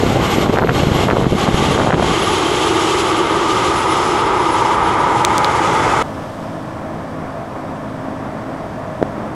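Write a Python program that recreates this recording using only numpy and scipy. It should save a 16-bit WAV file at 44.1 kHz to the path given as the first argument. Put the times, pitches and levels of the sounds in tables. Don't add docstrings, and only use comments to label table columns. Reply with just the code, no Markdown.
import sys
import numpy as np
from scipy import signal
from scipy.fft import rfft, irfft, next_fast_len
from scipy.io import wavfile
from scipy.ndimage import uniform_filter1d, map_coordinates

SR = 44100
rng = np.random.default_rng(int(sys.argv[2]) if len(sys.argv) > 2 else 0)


def output_pcm(signal):
    pcm = np.clip(np.atleast_2d(signal).T, -1, 1) * 32767
    wavfile.write(sys.argv[1], SR, np.round(pcm).astype(np.int16))


N = 412323
TIME_S = np.arange(N) / SR
CUT_S = 6.026


def amp(db):
    return 10 ** (np.asarray(db) / 20)


def unit(x):
    return x / np.sqrt(np.mean(np.abs(x) ** 2) + 1e-20)


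def curves(rows):
    times, *columns = np.transpose(rows)
    return [np.interp(TIME_S, times, column) for column in columns]


def wobble(rate):
    count = int(N * rate / SR) + 4
    steps = np.arange(0, count - 1, 1 / 20)
    return np.interp(TIME_S * rate, steps, map_coordinates(rng.standard_normal(count), [steps]))


def filtered(x, response):
    size = next_fast_len(N + 8192)
    return irfft(rfft(x, size) * response(np.fft.rfftfreq(size, 1 / SR)), size)[..., :N]


def rush(spectrum):
    freq_hz, db = np.transpose(spectrum)
    colour = lambda hz: amp(np.interp(np.log(hz + 1), np.log(freq_hz), db))
    return unit(filtered(rng.standard_normal(N), colour))


def resonance(centre_hz, width_hz, order=2):
    coarse_s = TIME_S[::6]
    offset_hz = np.fft.fftfreq(len(coarse_s), coarse_s[1])
    real, imag = rng.standard_normal((2, len(coarse_s)))
    swell = np.fft.ifft((real + 1j * imag) / np.sqrt(1 + (2 * offset_hz / width_hz) ** (2 * order)))
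    phase = 2 * np.pi * np.cumsum(centre_hz * np.ones(N)) / SR
    return unit(np.real(np.interp(TIME_S, coarse_s, swell) * np.exp(1j * phase)))


def beam(peak_db, depth_db, peak_s, spread_s):
    on_beam = np.exp(-((TIME_S - peak_s) / spread_s) ** 2 / 2)
    return amp(peak_db - depth_db * (1 - on_beam))


# freq_hz, relative_db
FAR_ROAR_EQ = [(20, -11), (50, -11.5), (110, 2), (170, -2), (300, -1.5), (420, -8.5), (650, -1),
               (850, -6.5), (1080, -6), (1500, -14), (2000, -19.5), (2400, -23.5), (3000, -35.5),
               (5000, -61), (12000, -90)]
FAR_HISS_EQ = [(1800, -33), (2700, 0.5), (3400, 1.5), (4300, -5), (5400, -3.5), (6900, -9), (8000, -8.5),
               (12000, -16.5), (15800, -26)]
# pitch_hz, level_db
HUM_TONES = [(160, -39), (214, -37.5), (263.6, -36), (317, -40.5), (421, -45.5), (528, -43.5), (582, -48),
             (630, -38.5), (680, -42.5), (1733, -52), (4613, -67), (7881, -75)]

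def far_jet():
    since_s = np.maximum(TIME_S - CUT_S, 0)
    approach_db = 0.5 * since_s
    roar = amp(-27.5 + approach_db + 0.66 * wobble(15)) * rush(FAR_ROAR_EQ)
    settling_db = 4.5 * np.exp(-(since_s / 0.58) ** 2)
    hiss = amp(-49.5 + settling_db) * rush(FAR_HISS_EQ)
    hum = np.zeros(N)
    for hz, db in HUM_TONES:
        fading = amp(3.2 * wobble(10))
        tone = np.sin(2 * np.pi * hz * TIME_S + 0.9 * wobble(9))
        hum += amp(db) * unit(fading * tone)
    return roar + hiss + hum


# start_s, peak_db, low_hz, high_hz, length_s
TICK_HITS = [(5.2486, 5, 1880, 7100, 0.00193), (5.3806, 0, 3000, 9000, .0012),
             (5.4456, 1, 1500, 3980, 0.00065)]

def ticks():
    out = np.zeros(N)
    for start_s, peak_db, low_hz, high_hz, length_s in TICK_HITS:
        size = round(length_s * SR)
        flat_noise = irfft(np.exp(2j * np.pi * rng.random(size)), size)
        burst = np.pad(flat_noise * signal.windows.tukey(size), (0, size))
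        band = signal.butter(2, [low_hz, high_hz], "bandpass", fs=SR, output="sos")
        tick = signal.sosfilt(band, burst)
        out[round(start_s * SR):][:len(tick)] += amp(peak_db) * tick / np.abs(tick).max()
    return out


def add_eddy(out, time_s, peak_db, pitch_hz):
    phase = 2 * np.pi * pitch_hz * np.arange(-256, 256) / SR
    swing = signal.hilbert(phase * np.exp((1 - phase ** 2) / 2))
    pop = np.real(swing * np.exp(2j * np.pi * rng.random())) / np.abs(swing).max()
    out[round(time_s * SR) - len(pop) // 2:][:len(pop)] += amp(peak_db) * pop


# start_s, hold_s, boost_db (negative for a lull)
GUST_SWELLS = [(0.037, 0.016, 9), (0.167, 0.018, 8.5), (0.248, .08, -7), (0.385, 0.0092, 2.5),
               (0.49, 0.072, 4), (0.598, 0.12, 11), (1.07, 0.2, 6.5), (1.108, .02, 0), (1.32, .015, 7),
               (1.38, 0.056, -8), (1.489, .005, 6.5), (1.604, 0.13, 2), (1.817, 0.22, 6), (1.949, 0.015, 9)]

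def gust_db(time_s, attack_s=0.024, release_s=0.04):
    return sum(db * np.interp(time_s, [s - attack_s, s, s + hold, s + hold + release_s], [0, 1, 1, 0])
               for s, hold, db in GUST_SWELLS)


# freq_hz, relative_db
BUFFET_EQ = [(15, -25), (35, -15), (70, -3.5), (150, 1), (250, -3.5), (450, -5.5), (750, -15.5),
             (1300, -29.5), (2200, -33), (4000, -36), (12000, -90)]
# time_s, peak_db (before the gust's boost), pitch_hz
EDDY_POPS = [(.124, -3, 400), (.164, -4, 400), (.471, 0, 564), (.502, 1, 598), (.542, -1, 550),
             (0.573, 6.5, 900), (.587, 5.5, 910), (.624, 4, 710), (.637, 1.5, 800), (.694, 4, 1020),
             (1.034, -0.5, 510), (1.093, 1, 604), (1.111, 5.5, 950), (1.17, 3, 650), (1.213, -2, 610),
             (1.258, -1, 905), (1.336, -7, 371), (1.478, 1, 715), (1.802, 4.5, 750), (1.818, -3, 800),
             (1.873, 3, 600), (1.905, 3.5, 670), (1.928, 5, 950), (1.942, -4.5, 1240), (1.998, -3.5, 670),
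             (2.027, -2.5, 690), (2.143, -5, 810), (2.233, -5, 552.7), (8.085, -11, 420),
             (9.017, -4.5, 397), (9.028, 6, 410), (9.18, -13, 300)]

def wind(calm_s=2.44, fade_s=0.69):
    fade = np.clip((calm_s - TIME_S) / fade_s, 0, 1)
    lumps = amp(1.4 * wobble(39.53) + 4.5 * wobble(250))
    out = fade * amp(-13.5 + gust_db(TIME_S)) * unit(lumps * rush(BUFFET_EQ))
    for time_s, db, hz in EDDY_POPS:
        peak_db = db + gust_db(time_s)
        add_eddy(out, time_s, peak_db, hz)
        if time_s < calm_s:
            for delay, strength, detune in rng.standard_normal((6, 3)):
                crackle_db = peak_db - 8 + 2 * strength
                add_eddy(out, time_s + 0.012 * delay, crackle_db, hz * np.exp(0.25 * detune))
    return out


# freq_hz, relative_db
EXHAUST_EQ = [(20, -21), (50, -5), (110, 2), (170, -0.5), (235, -4), (460, 2), (640, -2.5), (800, 0),
              (1050, -4.5), (1450, -3.5), (1800, -10), (2080, -5.5), (2450, -14.5), (4000, -53),
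              (12000, -90)]
# time_s, level_db
EXHAUST_RIDE = [(0, -19.5), (2.2, -20.5), (4.5, -20), (6, -16.5)]

def exhaust():
    level_db, = curves(EXHAUST_RIDE)
    return amp(level_db) * rush(EXHAUST_EQ)


# time_s, lower_hz, upper_hz
CORE_GLIDE = [(0, 778, 1115), (2, 848.3, 1167), (3.5, 916.5, 1210), (6, 910.4, 1232)]

def core():
    lower_hz, upper_hz = curves(CORE_GLIDE)
    hollow = resonance(364, 88) + amp(-5) * resonance(328, 15)
    hollow *= beam(-20.5, depth_db=13.5, peak_s=3, spread_s=1.8)
    lower = beam(-17, depth_db=9, peak_s=5, spread_s=1.07) * resonance(lower_hz, 180, order=3)
    upper = beam(-20, depth_db=7, peak_s=4.5, spread_s=1.8) * resonance(upper_hz, 160)
    return hollow + lower + upper


# freq_hz, relative_db
FAN_EQ = [(500, -89), (2100, -5), (2550, -4), (2850, -0.5), (3200, 0), (3650, -4), (4200, -9),
          (4700, -14.5), (6500, -38), (12000, -90)]
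HISS_EQ = [(3000, -24), (4500, -0.5), (5300, 1), (6000, -0.5), (6900, 1), (7500, -2), (8150, -3),
           (8900, -10.5), (9800, -11), (11200, -14), (12200, -23), (14000, -28), (15800, -36)]

def fan_rush(treble_db):
    fan = beam(-24.5, depth_db=8, peak_s=1.5, spread_s=2.6) * rush(FAN_EQ)
    hiss = amp(-30.5 + treble_db) * rush(HISS_EQ)
    return amp(0.37 * treble_db) * fan + hiss


# time_s, pitch_hz
WHINE_GLIDE = [(.25, 11670), (1, 11345), (1.6, 11060), (2.1, 10870), (2.6, 10730), (3.1, 10600),
               (3.8, 10420), (6, 10460)]

def compressor_whine():
    pitch_hz, = curves(WHINE_GLIDE)
    skirt = resonance(pitch_hz, 420)
    skirt += amp(-22) * resonance(1.222 * pitch_hz, 200)
    blade_tone = beam(-42, depth_db=5.5, peak_s=3, spread_s=1.0) * resonance(pitch_hz, 19)
    return blade_tone + beam(-42.5, depth_db=15, peak_s=2, spread_s=3.5) * skirt


# pitch_hz, width_hz, level_db, peak_s, spread_s
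TURBINE_TONES = [(2166, 120, -33, 0.72, 1.2), (2578, 22, -35, 6.06, .45), (3160, 70, -33, 2.2, 0.83),
                 (3460, 55, -38.5, 5.9, .55), (4200, 81, -40, 0.74, 1.3), (5260, 26, -43, 4.0, 1.1),
                 (5160, 260, -40, 4.2, 1), (6620, 200, -42, 2.2, 1.2)]

def turbine_tones(depth_db=28):
    return sum(beam(db, depth_db, peak_s, spread_s) * resonance(hz, width_hz)
               for hz, width_hz, db, peak_s, spread_s in TURBINE_TONES)


# time_s, swell_db (in full on the hiss)
TREBLE_RIDE = [(0, -2), (2.15, -1), (2.75, -0.5), (2.97, .5), (3.23, -6), (3.45, -1.5), (3.8, -3),
               (4.1, -3), (4.28, -9.5), (4.6, -4), (4.92, -10), (5.08, -6.5), (5.85, -3)]

def near_jet():
    treble_db, = curves(TREBLE_RIDE)
    roar = exhaust() + core()
    air = fan_rush(treble_db)
    whine = compressor_whine()
    tones = turbine_tones()
    flutter = amp(1.1 * wobble(35) + 0.4 * wobble(12))
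    whine *= amp(1.5 * wobble(9))
    return roar + flutter * (air + amp(0.65 * treble_db) * (tones + whine))


def scene():
    near = np.clip((CUT_S - TIME_S) / 0.0018 + 0.5, 0, 1)
    return (near * near_jet() + (1 - near) * far_jet() + wind() + ticks())[None]


def record(dry, ceiling_db=-13.5, window_s=0.055, top_hz=15800):
    rms = np.sqrt(np.abs(uniform_filter1d(dry ** 2, round(window_s * SR), axis=-1)))
    gain = 1 / np.maximum(rms / amp(ceiling_db), 1)
    return filtered(np.clip(gain * dry, -1, 1), lambda hz: hz < top_hz)


dry = scene()
out = record(dry)
output_pcm(out)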